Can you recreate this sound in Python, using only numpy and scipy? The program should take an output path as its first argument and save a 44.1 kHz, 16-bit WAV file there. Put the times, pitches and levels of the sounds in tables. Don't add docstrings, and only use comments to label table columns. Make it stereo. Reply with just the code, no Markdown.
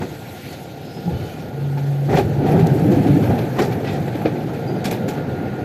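import sys
import numpy as np
from scipy import signal
from scipy.fft import rfft, irfft
from scipy.io import wavfile
from scipy.ndimage import uniform_filter1d

SR = 44100
rng = np.random.default_rng(int(sys.argv[2]) if len(sys.argv) > 2 else 0)


def int16_out(signal):
    q = np.round(np.clip(np.atleast_2d(signal).T, -1, 1) * 32767)
    wavfile.write(sys.argv[1], SR, q.astype(np.int16))


N = 248724

# (frequency [Hz], density [dB per Hz])
RUMBLE_COLOUR = [(150, -44), (220, 0.5), (280, 0), (420, -1.5), (500, -2.5), (620, -8), (740, -3),
                 (900, -10.5), (990, -21.5), (1500, -17.5), (2200, -40), (4000, -67)]


def gain_of(db):
    return 10 ** (np.asarray(db) / 20)


def evened(x):
    return x / np.sqrt(np.mean(x ** 2) + 1e-20)


def smoothed_twice(x, size):
    return uniform_filter1d(uniform_filter1d(x, size=size), size=size)


def read(points, hz):
    f, value = np.transpose(points)
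    return np.interp(np.log(hz + 1), np.log(f + 1), value)


def follow(rows, column=1):
    rows = np.asarray(rows)
    return np.interp(np.arange(N) / SR, rows[:, 0], rows[:, column])


def field(colour, size, patchy_db, flicker_db):
    # (frequency [Hz], likeness [-1 to 1])
    likeness = [(180, .97), (270, .8), (500, .72), (620, .45), (800, .5), (930, -.2), (1100, -.8),
                (1250, -.72), (1500, -.4), (1750, 0), (1950, .7), (2250, .63), (2600, 0), (2850, -.23),
                (3700, -.05), (4350, .18), (4900, -.35), (5400, .1)]
    hop = size // 2
    frames, hz = N // hop + 5, np.fft.rfftfreq(size, 1 / SR)
    a, b, c, d, patches = np.ascontiguousarray(rng.standard_normal((frames, len(hz), 5)).T)
    patches = uniform_filter1d(patches, size=8, axis=0)
    patches = evened(uniform_filter1d(patches, size=5, axis=1))
    flicker = evened(uniform_filter1d(rng.standard_normal(frames), size=3))
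    same = read(likeness, hz)[:, None]
    mid = np.sqrt(1 + same) * (a + 1j * b)
    side = np.sqrt(1 - same) * (c + 1j * d)
    level_db = read(colour, hz)[:, None] + patchy_db * patches + flicker_db * flicker
    spectra = np.array([mid + side, mid - side]) * gain_of(level_db)
    noise = signal.istft(spectra, window="cosine", nperseg=size, noverlap=hop)[1]
    return evened(noise[:, :N])


def tilted(colour, level_db, tilt_db, part, **texture):
    noise = field(colour, **texture)
    chosen_part = signal.sosfiltfilt(part, noise)
    return gain_of(level_db) * (noise + (gain_of(tilt_db) - 1) * chosen_part)


def tone(hz, rows, waver_db, width_hz, right_gain):
    t = np.arange(N) / SR
    on = uniform_filter1d(1. * (t >= rows[0][0]) * (t <= rows[-1][0]), size=400)
    waver, wander = smoothed_twice(rng.standard_normal((2, N)), 500)
    turns = np.cumsum(hz + width_hz * evened(wander)) / SR
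    wave = np.sqrt(2) * np.sin(2 * np.pi * turns)
    level = gain_of(follow(rows) + waver_db * evened(waver))
    return np.outer([1, right_gain], on * level * wave)


def rung(x, modes):
    hz = np.fft.rfftfreq(N, 1 / SR)
    response = sum(gain_of(db) / (1 + 2j * (hz - f) / width) for f, width, db in modes)
    return evened(irfft(rfft(x) * response, N))


def body():
    # (time [s], panel rumble [dB], change of the shudder under 90 Hz [dB])
    shaking = [(0.0, -30, -13), (0.1, -35, 6), (0.85, -36, 5.5), (1.05, -31.5, -2), (1.12, -29.5, 19),
               (1.35, -32, 9), (1.55, -31.5, 7), (1.7, -33, 6), (1.98, -31, 3), (2.05, -29.5, 6),
               (2.15, -23, 9), (2.35, -23, 9), (2.55, -15.5, -2), (2.75, -19.5, 2), (2.95, -16.5, 2),
               (3.15, -18.5, 3), (3.3, -17, 6), (3.5, -24.5, -7), (4.2, -24, 0), (4.6, -26, -1),
               (4.92, -24.5, -2), (5.64, -25.5, 5)]
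    # (frequency [Hz], density [dB per Hz])
    boom_colour = [(20, -45), (40, -31), (70, -18.5), (100, 5), (140, 7), (190, 3.5), (240, -8),
                   (320, -55.5)]
    shudder_db = -1
    quiet_db, quiet_bright_db = -41, 3
    dulling = 0.3
    deep = signal.butter(3, 90, fs=SR, output="sos")
    bright = signal.butter(3, 550, "high", fs=SR, output="sos")
    shake_db = follow(shaking)
    shudder = tilted(boom_colour, shake_db + shudder_db, follow(shaking, column=2), deep,
                     size=2048, patchy_db=0.87, flicker_db=0.4)
    brightness_db = quiet_bright_db - dulling * (shake_db - quiet_db)
    rumble = tilted(RUMBLE_COLOUR, shake_db, brightness_db, bright, size=1024, patchy_db=1.4, flicker_db=0.8)
    return shudder + rumble


def air():
    # (time [s], rush [dB], change of the rush over 2500 Hz [dB], fizz [dB])
    air_levels = [(0.0, -42.5, 5.5, -47), (0.2, -43.5, 2.5, -46.5), (0.42, -41.5, 3.5, -45),
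                  (0.51, -43, 8, -44), (0.58, -44, 5, -47.5), (0.8, -47.5, 7.5, -51.5),
                  (1.08, -44, 4.5, -49), (1.26, -41.5, 4, -48.5), (1.42, -43.5, 4.5, -48.5),
                  (1.5, -45, 1.5, -52), (2.2, -41, -0.5, -48), (2.5, -36.5, -2, -52.5),
                  (2.8, -33, -6, -44.5), (3.15, -34.5, -2, -43), (3.6, -36.5, -5, -48),
                  (4.6, -38, -2.5, -51.5), (5.64, -38, -5, -54.5)]
    # (frequency [Hz], density [dB per Hz])
    rush_colour = [(500, -60), (1000, 2), (1500, 4), (2000, -3), (2600, -3), (3400, -5.5), (4700, -8.5),
                   (5500, -18.5), (6800, -15), (7200, -41), (9000, -54), (11000, -39)]
    fizz_colour = [(6000, -4), (8000, -7), (9500, -9.5), (11400, -6), (11800, -3.5), (13500, -8),
                   (14300, -18), (15500, -16)]
    bright = signal.butter(3, 2500, "high", fs=SR, output="sos")
    rush = tilted(rush_colour, follow(air_levels), follow(air_levels, column=2), bright,
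                  size=512, patchy_db=1.5, flicker_db=0.8)
    fizz = field(fizz_colour, size=512, patchy_db=2.5, flicker_db=-1.0)
    return rush + fizz * gain_of(follow(air_levels, column=3))


def electrical_whine():
    # (time [s], level at left [dB], pitch [Hz], typical wander [Hz])
    whine_rows = [(0, -52, 1418, 9), (.7, -53, 1414, 9), (1.1, -53, 1420, 9), (1.82, -49, 1426, 6),
                  (1.95, -58, 1426, 9), (4.4, -56, 1392, 5), (4.55, -49, 1400, 5), (4.8, -47, 1411, 2),
                  (5.05, -46.5, 1418, 1.5), (5.2, -43, 1421, 1.5), (5.64, -43.5, 1427, 1.5)]
    return tone(follow(whine_rows, column=2), whine_rows, 1.5, follow(whine_rows, column=3), 0.6)


def squeak(s, db, hz, rough, swell, fade):
    low_db = db - 14
    slip_s = 0.007
    grip = round(slip_s * (1 - rough) * SR)
    slips = evened(smoothed_twice(rng.standard_normal(N), grip))
    clean = tone(hz, [(s - swell, low_db), (s, db), (s + fade, low_db)], 1.5, 4, 0.9)
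    return clean * (np.sqrt(1 - rough ** 2) + rough * slips)


def squeaks():
    # (loudest at [s], peak level [dB], pitch [Hz], roughness [0-1], swell [s], fade [s])
    squeak_rows = [(.18, -60, 7700, .6, .5, .1), (.96, -49.5, 5115, .2, .15, .12),
                   (1.145, -50, 3000, .4, .03, .2), (1.27, -52, 3040, .5, .08, .1),
                   (1.39, -50, 2450, .6, .14, .06), (.45, -50, 2310, .9, .3, .15),
                   (.5, -51, 4240, .92, .15, .06), (3.87, -38, 1950, .5, .03, .04),
                   (3.9, -41, 2560, .7, .04, .03), (3.94, -41, 1900, .6, .04, .05),
                   (3.635, -37, 4600, .95, .06, .05), (3.885, -42, 3600, .96, .06, .1),
                   (4.686, -43, 4795, .5, .016, .045), (4.775, -55, 4850, .6, .09, .06),
                   (4.852, -38, 4000, .96, .015, .04), (4.92, -39, 3000, .95, .012, .04)]
    return sum(squeak(*row) for row in squeak_rows)


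def thumps():
    # (start [s], level [dB], pitch [Hz], time to fall 60 dB [s])
    blows = [(.003, -19, 144, 0.076), (1.035, -24, 170, .4), (1.055, -20, 168, 0.33),
             (1.074, -14, 173, 0.18), (1.118, -21, 188, .15), (1.195, -21, 153, .12),
             (1.075, -24.5, 830, 0.12), (1.77, -27, 872, 0.084), (2.105, -17, 396.5, 0.24),
             (2.123, -9, 146, 0.11), (2.141, -8, 401, 0.071), (2.146, -9, 157, 0.1),
             (2.167, -17, 260, 0.051), (2.179, -9.5, 394, 0.093), (2.189, -15.5, 810, 0.1),
             (2.207, -16, 385, 0.12), (2.333, -16, 144.6, 0.58), (2.539, -8, 167.2, 0.28),
             (2.575, -10, 395, 0.15), (2.624, -3, 164, 0.15), (2.711, -9.5, 151, 0.13),
             (2.75, -9.5, 304, 0.073), (2.82, -8, 161, 0.18), (2.848, -9, 306, 0.098),
             (2.885, -4, 187, 0.082), (2.911, -8, 346, 0.083), (2.968, -6.5, 292, 0.072),
             (3.003, -6, 202, 0.025), (3.056, -9.5, 283, .1), (3.084, -8.5, 287, 0.18),
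             (3.101, -6.5, 137, 0.12), (3.14, -7, 165, 0.087), (3.146, -10, 280, .07),
             (3.162, -6.5, 295, 0.079), (3.215, -12.5, 137, .09), (3.224, -9, 215, 0.062),
             (3.295, -15, 297, 0.087), (3.33, -11, 257, .09), (3.404, -16, 124, .2),
             (3.584, -16, 1024, 0.03), (3.586, -11.5, 753, 0.071), (3.59, -12.5, 358, 0.095),
             (3.622, -19, 150, 0.11), (3.624, -17, 815, 0.087), (3.676, -17, 396, 0.069),
             (3.678, -14.5, 152, 0.15), (4.002, -15, 177, 0.07), (4.097, -20.5, 119.8, 0.32),
             (4.247, -11.5, 314, 0.16), (4.253, -9, 536, 0.016),
             (4.651, -20.5, 127.4, 0.21),(5.507, -21, 123.5, 0.48)]
    rise_s = 0.0071
    spread_s = 0.00041
    t, out = np.arange(SR // 2) / SR, np.zeros((2, N + SR))
    start = np.sin(np.pi / 2 * np.minimum(t / rise_s, 1)) ** 2
    for (s, db, hz, t60), (turn, shift) in zip(blows, rng.random((len(blows), 2))):
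        lead_s = spread_s * (shift - 0.5) * np.array([[1], [-1]])
        ring = np.sin(2 * np.pi * (hz * (t + lead_s) + turn))
        fade = gain_of(db - 60 * np.maximum(t - rise_s, 0) / t60)
        at = round(s * SR)
        out[:, at:at + len(t)] += start * fade * ring
    return out[:, :N]


def clank_levels():
    # (time near the peak [s], thud [dB], rattle [dB], fizz [dB], sizzle [dB],
    #          time to fall 60 dB [s], left minus right [dB])
    clank_rows = [(0.019, -18, -33, -41, -58, 0.14, -3), (0.527, -47, -38, -40, -60, 0.1, 6),
                  (1.778, -27, -33.5, -60, -58, 0.16, -1), (2.096, -17, -36, -46, -60, 0.22, 3),
                  (2.113, -21, -31, -44, -56, 0.3, -1), (2.13, -16, -30, -44, -54, 0.25, 2),
                  (2.143, -11, -28, -40, -45, 0.13, 2), (2.157, -29, -24, -36, -50, 0.12, 0),
                  (2.172, -12, -21.5, -32.5, -50, 0.12, -5.5), (2.185, -13, -22.5, -32, -40, 0.15, 1),
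                  (2.2, -22, -39, -40, -56, 0.096, 4), (2.467, -19.5, -34, -43.5, -48, 1, 1.5),
                  (2.516, -24, -32, -46, -43, 0.16, 3), (2.595, -23, -35, -40.5, -49, 0.2, 4),
                  (2.67, -58, -42, -31, -35, 0.02, 0), (2.753, -45, -48, -53, -52, .2, -1),
                  (2.917, -24, -32.5, -41, -48, 0.24, -4), (3.069, -24, -33, -54, -61, 0.4, -3),
                  (3.229, -23.5, -33, -66, -47, 0.49, -3), (3.297, -17.5, -35, -57, -52, 0.36, 2),
                  (3.387, -25.5, -31.5, -55, -47, 0.32, -2), (3.565, -23, -38, -50, -56, .3, -6),
                  (3.591, -12, -22, -33, -39, 0.23, -2), (3.62, -15.5, -31, -34, -48, 0.14, 3),
                  (3.636, -22.5, -36, -42, -48, 0.55, 1), (3.726, -31, -30, -43, -43, 0.13, -3),
                  (3.847, -26, -33, -59, -68, .6, 0), (3.872, -28, -35, -49, -63, 0.46, 2),
                  (3.9, -46, -35, -54, -57, .4, -6), (3.929, -25, -43, -43, -55, 0.41, 3),
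                  (4.078, -20.5, -35, -66, -58, 0.11, 2), (4.152, -23.5, -35, -52, -53, 0.27, -1),
                  (4.219, -21.5, -38, -59, -46.5, 0.099, -5), (4.258, -14.5, -25, -57, -65, 0.14, -3),
                  (4.491, -35, -49, -57, -58, 0.17, -1), (4.535, -35, -35.5, -49, -49, 0.14, -3),
                  (4.845, -25, -27, -30, -40, 0.11, 0), (4.856, -23, -25.5, -29, -41, 0.12, -2),
                  (4.875, -24, -32, -41, -47, .4, -1), (4.913, -20, -26, -30.5, -35, 0.069, 2),
                  (4.925, -21, -28, -37, -41, 0.23, 0.5), (5.084, -21, -27.5, -33, -40, 0.14, 1),
                  (5.105, -27, -32.5, -42.5, -50, 0.29, 0.5), (5.174, -25, -48, -64, -62, 0.26, -2)]
    quickening = np.array([1, .9, .6, .5])[:, None, None]
    quickest_rise_s, rise_per_t60 = 0.007, 0.036
    crack_s, crack_share = 0.0012, 0.15
    t = np.arange(SR // 2) / SR
    power = np.zeros((4, 2, N + SR))
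    for s, *layers_db, t60, pan_db in clank_rows:
        peak_s = quickest_rise_s + rise_per_t60 * t60
        after = np.maximum(t - peak_s, 0)
        swell = np.clip(1 + (t - peak_s) / (peak_s * quickening), 0, 1)
        tail = (1 - crack_share) * gain_of(-60 * after / max(t60, 0.02))
        crack = crack_share * np.exp(-after / crack_s)
        level = gain_of(np.array(layers_db)[:, None] + np.array([pan_db, -pan_db]) / 2)
        at = max(round((s - 0.78 * peak_s) * SR), 0)
        power[:, :, at:at + len(t)] += (level[:, :, None] * swell * (tail + crack)) ** 2
    return np.sqrt(power[:, :, :N])


def clanks():
    # (frequency [Hz], width [Hz], strength [dB])
    panels = [(170, 130, 9), (263, 30, -32), (400, 45, 6.5), (568, 24, 1), (750, 36, -16), (736, 110, 0),
              (1160, 110, -3.5)]
    fittings = [(1150, 61, 12), (1650, 43, 19.5), (1800, 130, -34), (2420, 360, 11.5), (2920, 300, -9),
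                (3480, 960, -6), (4320, 700, -5)]
    # (frequency [Hz], density [dB per Hz])
    rattle_colour = [(600, 11.5), (1000, 0.5), (1700, 1), (2500, 3), (3500, 0.5), (4800, -5), (6000, -8),
                     (8000, -32)]
    splash_colour = [(2500, -20), (3200, 5), (4200, 2), (5500, 0.5), (7000, 1), (8500, -5), (10000, -10),
                     (11500, -26)]
    sizzle_colour = [(8000, -37), (10000, -2), (11500, -1), (12000, 6), (13300, -8), (14000, -6),
                     (15400, -13)]
    grit_db = 1.5
    thud_colour = [(50, -30), (100, -5), (2000, -3), (3000, -30)]
    panel_ring = rung(field(thud_colour, size=1024, patchy_db=1.1, flicker_db=1.2), panels)
    panel_noise = field(RUMBLE_COLOUR, size=1024, patchy_db=1.5, flicker_db=1.2)
    thud = evened(0.7 * panel_ring + 0.7 * panel_noise)
    rattle = field(rattle_colour, size=256, patchy_db=1.8, flicker_db=0.6)
    rattle = evened(0.8 * rattle + 0.4 * rung(rattle, fittings))
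    fizz = field(splash_colour, size=256, patchy_db=2.5, flicker_db=1)
    sizzle = field(sizzle_colour, size=256, patchy_db=2, flicker_db=1)
    impacts = evened(uniform_filter1d(rng.exponential(1, N) ** 2 - 2, size=60))
    grit = evened(gain_of(grit_db * impacts))
    layers = [thud, grit * rattle, grit * fizz, grit * sizzle]
    return (clank_levels() * layers).sum(0)


def motor_hum():
    # (time [s], level of the low sine at left [dB])
    hum_rows = [(1.53, -29.5), (1.62, -21.5), (1.76, -18.5), (1.845, -21), (1.895, -16.5), (1.97, -19.5),
                (2.055, -17.5), (2.1, -17), (2.15, -19), (2.175, -28)]
    hum_hz = 140.4
    low = tone(hum_hz, hum_rows, 0.19, 0.12, 0.89)
    octave = tone(2 * hum_hz, hum_rows, 2.3, 5.4, 0.63)
    return low + gain_of(-25) * octave


def scene():
    steady = body() + air() + electrical_whine()
    return steady + squeaks() + thumps() + clanks() + motor_hum()


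def record(dry):
    # (frequency [Hz], left minus right [dB])
    lean = [(100, -.5), (500, -.5), (1000, -3), (1700, -3), (2600, -1.5), (3800, 3), (5500, 0.5),
            (7500, -4), (9200, -0.5), (11400, 8), (12600, 13), (13300, 11), (14200, 28)]
    # (frequency [Hz], gain [dB])
    roll_off = [(25, -6), (45, 0), (14000, 0), (14400, -3), (14700, -17), (15600, -27)]
    edge_hz = 15520
    hz = np.fft.rfftfreq(N, 1 / SR)
    colour_db = np.outer([0.5, -0.5], read(lean, hz)) + read(roll_off, hz)
    coloured = irfft(rfft(dry) * gain_of(colour_db), N)
    rounded = np.tanh(coloured)
    low_pass = signal.firwin(511, edge_hz, window=("kaiser", 12), fs=SR)
    return signal.oaconvolve(rounded, low_pass[None], "same")


dry = scene()
out = record(dry)
int16_out(out)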